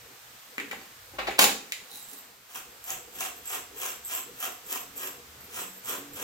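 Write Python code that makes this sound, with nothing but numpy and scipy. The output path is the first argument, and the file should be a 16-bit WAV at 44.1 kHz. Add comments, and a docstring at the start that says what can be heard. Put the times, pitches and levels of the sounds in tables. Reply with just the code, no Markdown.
"""A glass pepper mill, twisted about three times a second in a tiled kitchen. The burr crunches corns
into grit that rings the mill's body; some corns crack aloud and loose ones tick on the glass.
Before the grinding, a cap is handled and pulled off with knocks and a scrape, and the jar is tipped
over a pan. Hiss, a drone, a low rumble and a few faint low tones fill the room."""
import sys
import numpy as np
from scipy import signal
from scipy.fft import rfft, irfft, next_fast_len
from scipy.io import wavfile
from scipy.ndimage import uniform_filter1d

SR = 44100
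rng = np.random.default_rng(int(sys.argv[2]) if len(sys.argv) > 2 else 0)


def pcm_store(signal):
    """Save signal as 16-bit PCM."""
    levels = np.round(np.clip(np.atleast_2d(signal), -1, 1) * 32767)
    wavfile.write(sys.argv[1], SR, levels.astype(np.int16).T)


N = 274743
TIME_S = np.arange(N) / SR


def amp(db):
    return 10 ** (np.asarray(db) / 20)


def unit_rms(x):
    return x / np.sqrt(np.mean(x ** 2) + 1e-20)


def log_interp(points, hz):
    f, values = np.transpose(points)
    return np.interp(np.log(hz + 1), np.log(f + 1), values)


def curves(rows):
    """One value per sample for each column after the time."""
    times, *columns = np.transpose(rows)
    return [np.interp(TIME_S, times, column) for column in columns]


def filtered(x, response):
    size = next_fast_len(x.shape[-1] + 8192)
    return irfft(rfft(x, size) * response(np.fft.rfftfreq(size, 1 / SR)), size)[..., :x.shape[-1]]


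def modes(table):
    """Causal frequency response of a set of resonances."""
    return lambda f: sum(amp(db) * 1j * f * width / (centre ** 2 - f * f + 1j * f * width)
                         for centre, width, db in table)


def ring(x, table):
    """Two passes through the resonances; rms 1."""
    return unit_rms(filtered(x, lambda hz: modes(table)(hz) ** 2))


def coloured(x, spectrum):
    """Minimum-phase filter through (frequency [Hz], level [dB]) points."""
    cepstrum = irfft(log_interp(spectrum, np.fft.rfftfreq(2048, 1 / SR)) * np.log(10) / 20)
    cepstrum[1:1024] *= 2
    cepstrum[1025:] = 0
    return signal.fftconvolve(x, irfft(np.exp(rfft(cepstrum))))[:len(x)]


def grains(per_s, spread_db):
    """Random impulses of uneven size; rms 1."""
    size_db = spread_db * np.minimum(rng.exponential(size=N), 3)
    return unit_rms((rng.random(N) < per_s / SR) * rng.standard_normal(N) * amp(size_db))


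def flutter(depth_db, below_hz):
    """Randomly wandering gain."""
    return amp(depth_db * unit_rms(filtered(rng.standard_normal(N), lambda hz: hz < below_hz)))


def stroke_db(full_s, rise_s, hold_s, fall_db_per_s):
    """Climbs 31 dB per rise_s, holds at 0 dB from full_s, then falls."""
    t = TIME_S - full_s
    return np.minimum(31 * t / rise_s, 0) - fall_db_per_s * np.maximum(t - hold_s, 0)


# Diffuse field: (frequency [Hz], left-right correlation [ratio])
CORRELATION = [(60, 0.98), (150, 0.92), (380, 0.86), (950, 0.053), (2380, 0.22), (5980, 0.086),
               (15000, 0.17)]


def diffuse(pair):
    """Two unrelated signals become left and right, alike in the bass only."""
    angle = lambda hz: np.arccos(log_interp(CORRELATION, hz)) / 2
    mid, side = filtered(pair, lambda hz: np.array([np.cos(angle(hz)), np.sin(angle(hz))]))
    return np.array([mid + side, mid - side])


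# Kitchen reverberation: (frequency [Hz], T60 [s])
WALL_T60 = [(100, 1), (500, 0.35), (2000, 0.38), (6000, 0.41), (14000, 0.28)]


def room(x, wet_db, pan_db, left_lag_samples):
    """Panned direct sound plus a tail in which each frequency dies at its own speed."""
    hz, t, bins = signal.stft(rng.standard_normal((2, SR // 2)), SR, nperseg=256)
    tail = signal.istft(bins * amp(-60 * t / log_interp(WALL_T60, hz)[:, None]), SR, nperseg=256)[1]
    tail *= 1 + 0.5 * np.exp(-np.arange(tail.shape[1]) / SR / 0.0092)  # near tiles and hob answer first
    tail = np.pad(tail / np.linalg.norm(tail[0]), ((0, 0), (90, 0)))
    wet = diffuse(signal.fftconvolve(x[None], tail, axes=1)[:, :len(x)])
    direct = np.array([np.roll(x, left_lag_samples), x]) * amp([[pan_db / 2], [-pan_db / 2]])
    return direct + amp(wet_db) * wet


def patchy_noise(spectrum, depth_db):
    """Stereo noise with patches of random gain in time and frequency; rms 1."""
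    bins = signal.stft(rng.standard_normal((2, N + 512)), nperseg=512)[2]
    patches = uniform_filter1d(rng.standard_normal(bins.shape[1:]), size=5, axis=0)
    patches = uniform_filter1d(patches, size=12, axis=1)
    pair = signal.istft(bins * amp(depth_db * unit_rms(patches)), nperseg=512)[1][:, :N]
    return unit_rms(diffuse(filtered(pair, lambda hz: amp(log_interp(spectrum, hz)))))


# Room noise spectra: (frequency [Hz], relative density [dB])
HISS_SPECTRUM = [(290, -33), (500, -9), (670, -5), (1200, -3), (2100, -5), (4200, -7.5), (5000, -8.5),
                 (7500, -9), (9000, -10.5), (10500, -18.5), (12000, -7), (14000, -12.5), (15200, -9),
                 (16500, -32)]
DRONE_SPECTRUM = [(59, -14), (100, -13.5), (131, 1.5), (156, -12), (184, -3.5), (374, -3), (501, 4),
                  (576, -16.5), (700, -18), (910, -77), (1540, -120)]
RUMBLE_SPECTRUM = [(12, -48), (20, -75), (59, -7.5), (97, -9.5), (130, -8), (170, -47), (290, -120)]
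# Hiss envelope: (time [s], level [dB])
HISS_LEVELS = [(0, -50.5), (.55, -50), (1.1, -50), (1.8, -50), (2.2, -50), (2.4, -54.5), (2.8, -51),
               (3.4, -51), (4.3, -50.5), (5.3, -50.5), (6.23, -49.5)]
# Low noise envelopes: (time [s], rumble [dB], drone [dB])
LOW_LEVELS = [(0.0, -70, -61), (0.38, -77, -63.5), (0.68, -69, -59.5), (1.18, -65, -67.5), (1.34, -57, -51),
              (1.42, -57.5, -45), (1.7, -75, -60.5), (2.43, -79.5, -65), (2.69, -69, -58.5),
              (3.31, -71, -60), (3.85, -69, -60.5), (4.62, -73, -57), (5.48, -68, -58.5), (6.23, -66, -54)]


def kitchen_air():
    """A near-steady hiss over a wavering drone and rumble."""
    rumble_db, drone_db = curves(LOW_LEVELS)
    hiss = amp(curves(HISS_LEVELS)[0]) * patchy_noise(HISS_SPECTRUM, depth_db=-0.5)
    drone = amp(drone_db) * patchy_noise(DRONE_SPECTRUM, depth_db=4.5)
    rumble = amp(rumble_db) * patchy_noise(RUMBLE_SPECTRUM, depth_db=3.5)
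    return hiss + drone + rumble


# Contact bands: (frequency [Hz])
CONTACT_HZ = [250, 700, 2000, 4500, 7500, 13000]
# Contact colour by kind: (level [dB] in each band)
CONTACT_DB = {"tap": [-21.5, -29, -1, -20.5, -27, -26], "clunk": [-22.5, -7, -1.5, -11, -29.5, -29], "pull":
              [-37.5, -20.5, -12.5, -11, -17, -10.5], "hollow": [-25, 4.5, -31, -11, -27, -33], "click":
              [-40, -45, -0.5, -8, -16.5, -17], "thud": [-6, -19, -35, -40, -40, -40]}
# Cap resonances: (frequency [Hz], width [Hz], gain [dB])
CAP_MODES = [(196.6, 26, 20.5), (275, 19, 9.5), (406, 113, 13), (516, 22, 5), (785, 59, 11.5),
             (1074, 78, -2), (2480, 450, -4), (3830, 140, 0), (7100, 630, 10)]
# Contacts: (time [s], energy [dB], kind, tilt [dB/octave], swell [s], reverb [dB])
CAP_KNOCKS = [(0.5807, -4.5, "tap", 1.1, 0.00064, 0), (0.598, -7.5, "tap", 2.2, 0.002, 0),
              (0.599, -16, "thud", 1, 0.013, 2.5), (0.711, -10, "tap", 3.5, 0.0017, 5),
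              (0.729, -11.5, "clunk", -1.5, 0.0018, -1), (.814, -24, "pull", -2, 0.00084, 3),
              (1.131, -28.5, "clunk", -5, 0.0056, 11), (1.184, -8.5, "clunk", 1.8, 0.0026, 10.5),
              (1.267, -4, "clunk", 4.5, 0.0073, 3.1), (1.28, -1.5, "hollow", -4.5, 0.0047, -2.5),
              (1.304, -18.5, "tap", 3, 0.0034, 12.5), (1.383, -7, "clunk", 6, 0.0017, -6),
              (1.3887, 14.5, "pull", 0, 0.0033, -0.5), (1.399, 11.5, "pull", 0.7, 0.018, 3),
              (1.439, 9.5, "pull", 1, 0.0024, 2), (1.7215, -3, "click", 3.8, 0.00036, 0),
              (2.108, -26, "thud", 2.5, 0.023, 2.5)]


def cap_knocks():
    """Each contact is a brief scrape that rings the cap and echoes off the tiles."""
    out, t = np.zeros((2, N + SR)), np.arange(SR // 2) / SR
    octaves = np.log2(np.array(CONTACT_HZ) / 1000)
    for start_s, db, kind, tilt_db, swell_s, wet_db in CAP_KNOCKS:
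        u = t / swell_s
        bins = rfft(rng.standard_normal(len(t)) * u * u * np.exp(-2 * u))
        flat_scrape = irfft(bins / uniform_filter1d(np.abs(bins), size=150)) * (u < 8)
        density_db = CONTACT_DB[kind] + (tilt_db - 10 * np.log10(2)) * octaves  # band energy to density
        blow = coloured(flat_scrape, [(130, density_db[0] - 25), *zip(CONTACT_HZ, density_db)])
        knock = filtered(blow, lambda hz: 1.33 + modes(CAP_MODES)(hz))
        echoed = room(knock / np.linalg.norm(knock), wet_db, pan_db=2.0, left_lag_samples=8)
        out[:, round(start_s * SR):][:, :len(t)] += amp(db) * echoed
    return out[:, :N]


# Tones: (time [s], length [s], start pitch [Hz], end pitch [Hz], level [dB])
LOW_TONES = [(1.144, 0.19, 51.6, 51.3, -54.5), (2.603, 1.6, 53, 61.9, -72), (4.838, 0.37, 275, 288, -60),
             (5.1, 0.46, 75, 79, -64), (5.557, 0.28, 186, 189.4, -60.5), (5.908, 0.26, 282, 287, -51.5)]


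def low_tones():
    """Faint sines that swell, glide a little and fade."""
    out = np.zeros(N)
    for start_s, length_s, start_hz, end_hz, db in LOW_TONES:
        progress = np.clip((TIME_S - start_s) / length_s, 0, 1)
        phase = 2 * np.pi * np.cumsum(start_hz + (end_hz - start_hz) * progress) / SR
        out += amp(db) * np.sqrt(2 * np.sin(np.pi * progress)) * np.sin(phase)
    return out


# Glass resonances, upper, lower and loosely held: (frequency [Hz], width [Hz], gain [dB])
UPPER_GLASS = [(13030, 320, 0)]
LOWER_GLASS = [(7610, 330, 0)]
LOOSE_GLASS = [(3890, 320, -1.5), (803, 94, -2.5)]
# Jar tipping, held loosely: (time [s], ring [dB], slide [dB])
JAR_TIP = [(1.86, -82, -68), (1.92, -49.5, -50), (1.965, -52, -48), (1.985, -57, -44), (2.04, -62, -61),
           (2.1, -64, -49), (2.15, -60, -51), (2.22, -78, -72), (2.3, -73, -80)]
# Corns rolling: (time [s], hold [s], upper ring [dB], lower ring [dB])
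CORN_ROLLS = [(2.013, 0.029, -52, -49), (2.117, 0.036, -66, -56), (2.163, 0.029, -55, -66),
              (2.51, 0.082, -53, -59), (2.657, 0.088, -63.5, -66.5), (2.846, 0.11, -45.5, -47.5),
              (3.144, 0.12, -45.5, -47.5), (3.355, 0.017, -62, -79), (3.458, 0.084, -46, -45),
              (3.778, .12, -44.5, -47), (4.051, 0.14, -45, -47), (4.376, 0.15, -46, -52),
              (4.657, 0.15, -46.5, -50.5), (4.975, 0.11, -43, -48), (5.408, 0.032, -53, -61),
              (5.543, 0.093, -48.5, -48), (5.72, 0.06, -55, -63.5), (5.859, 0.1, -45, -47.5),
              (6.143, .09, -42, -46)]


def loose_corns():
    """Corns slide as the jar tips, then tumble unevenly, ticking on the glass and ringing its modes."""
    upper_gain, lower_gain = sum(
        amp(np.array(ring_db)[:, None] + stroke_db(full_s, 0.033, hold_s, fall_db_per_s=233))
        for full_s, hold_s, *ring_db in CORN_ROLLS)
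    tumble = flutter(depth_db=3.5, below_hz=25)
    ticks = grains(per_s=450, spread_db=2.5)
    rolling = tumble * (upper_gain * ring(ticks, UPPER_GLASS) + lower_gain * ring(ticks, LOWER_GLASS))
    slide = unit_rms(filtered(grains(per_s=3000, spread_db=8), modes([(12100, 14000, 0)])))
    start_s, end_s = JAR_TIP[0][0], JAR_TIP[-1][0]
    tipping = np.interp(TIME_S, [start_s - 0.02, start_s, end_s, end_s + 0.02], [0, 1, 1, 0])
    loose_gain, slide_gain = tipping * amp(curves(JAR_TIP))
    return rolling + loose_gain * ring(ticks, LOOSE_GLASS) + slide_gain * slide


# Grit spectrum: (frequency [Hz], relative density [dB])
BURR_SPECTRUM = [(88, -68), (150, -20), (348, -5.5), (601, -3.5), (716, -16.5), (941, 1.5), (1080, 7),
                 (3220, -2), (4580, -19), (5910, -13), (10600, -21.5), (12900, -19), (16000, -18)]
# Resonances of the body and of the air in the mill's mouth: (frequency [Hz], width [Hz], gain [dB])
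BODY_MODES = [(1160, 1700, -4.5), (2710, 280, -0.5), (364, 220, -20)]
MOUTH_MODES = [(734, 90, 0)]
# Twists: (full force [s], rise [s], hold [s], crunch [dB], mouth re crunch [dB], bass re crunch [dB])
WRIST_TWISTS = [(2.558, 0.12, 0.027, -50.5, -5.5, -14), (2.897, 0.092, 0.028, -46, -2, -17),
                (3.223, 0.12, 0.027, -43, -2, -14.5), (3.534, 0.14, 0.021, -43.5, -6.5, -11.5),
                (3.833, 0.12, 0.053, -43, -7, -15), (4.123, 0.089, 0.052, -45, -6, -15),
                (4.438, 0.1, 0.016, -42, -3.5, -14.5), (4.719, 0.077, 0.036, -44, -7.5, -10.5),
                (5.003, 0.078, 0.068, -47.5, -9.5, -7.5), (5.574, 0.1, 0.028, -43, -9, -8.5),
                (5.884, 0.066, 0.056, -44.5, -4.5, -6.5), (6.171, 0.027, .07, -48.5, -8, -3.5)]


def burr_crunch():
    """The burr breaks corns into clumps of grit that ring body and mouth; the bass varies with grip."""
    bass_hz, treble_hz, treble_db = 577, 5500, 5.5
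    treble_lead_s, linger_s, fall_db_per_s = 0.014, 0.014, 324
    clumps = flutter(depth_db=2.4, below_hz=120)
    fractures = clumps * grains(per_s=4000, spread_db=-1.0)
    grit = filtered(coloured(fractures, BURR_SPECTRUM), lambda hz: 1 + modes(BODY_MODES)(hz))
    below_treble = filtered(grit, lambda hz: 1 / (1 + (hz / treble_hz) ** 4))
    below_mid = filtered(grit, lambda hz: 1 / (1 + (hz / bass_hz) ** 4))
    bass, mid, treble = map(unit_rms, (below_mid, below_treble - below_mid, grit - below_treble))
    mouth = ring(fractures, MOUTH_MODES)
    out = np.zeros(N)
    for full_s, rise_s, hold_s, db, mouth_db, bass_db in WRIST_TWISTS:
        force = amp(db + stroke_db(full_s, rise_s, hold_s, fall_db_per_s))
        early = amp(db + stroke_db(full_s - treble_lead_s, rise_s, hold_s + treble_lead_s, fall_db_per_s))
        lingering = amp(db + stroke_db(full_s, rise_s, hold_s + linger_s, fall_db_per_s))
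        out += force * mid + early * amp(treble_db) * treble
        out += lingering * (amp(mouth_db) * mouth + amp(bass_db) * bass)
    return out


# Corns cracking: (time [s], level [dB], frequency [Hz])
CORN_CRACKS = [(2.552, -35, 2860), (2.8412, -34, 12300), (2.9046, -20, 6680), (3.2064, -27.5, 6230),
               (3.2266, -28.5, 2660), (3.367, -47, 7610), (3.5325, -34, 2610), (3.862, -27, 6500),
               (4.123, -28.5, 7260), (4.403, -30, 12900), (4.6654, -39, 13100), (4.7094, -34, 14800),
               (4.7272, -19.5, 13800), (5.56, -40, 5500)]


def corn_cracks():
    """A corn snaps: a few cycles and a spit of treble noise, swelling within a millisecond."""
    out, t = np.zeros(N + SR), np.arange(400) / SR
    u = t / 0.00042
    for start_s, db, hz in CORN_CRACKS:
        snap = np.sin(2 * np.pi * hz * t) + 0.69 * np.diff(rng.standard_normal(len(t) + 1))
        out[round(start_s * SR):][:len(t)] += amp(db) * snap * u * np.exp(1 - u)
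    return out[:N]


def scene():
    cracks = room(corn_cracks(), wet_db=-3, pan_db=-0.6, left_lag_samples=-1)
    crunch = room(burr_crunch(), wet_db=1.5, pan_db=0.5, left_lag_samples=-8)
    corns = room(loose_corns(), wet_db=0.0, pan_db=-3.5, left_lag_samples=-8)
    return crunch + corns + cracks + cap_knocks() + kitchen_air() + low_tones()


# Microphone port mismatch: (frequency [Hz], left over right [dB])
PORT_BALANCE = [(60, 1), (110, -1.5), (200, -1.5), (380, -1), (700, -1), (1290, 0), (2380, 0.5), (4400, -1),
                (8120, -3), (15000, 2.5)]


def record(dry):
    """Each port has its own colour; the loudest peaks round off; nothing passes above the band limit."""
    ceiling, top_hz = 0.9, 15900
    ports = filtered(dry, lambda hz: amp(log_interp(PORT_BALANCE, hz) * [[0.5], [-0.5]]))
    rounded = ports / (1 + np.abs(ports / ceiling) ** 4) ** (1 / 4)
    return filtered(rounded, lambda hz: hz < top_hz)


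dry = scene()
out = record(dry)
pcm_store(out)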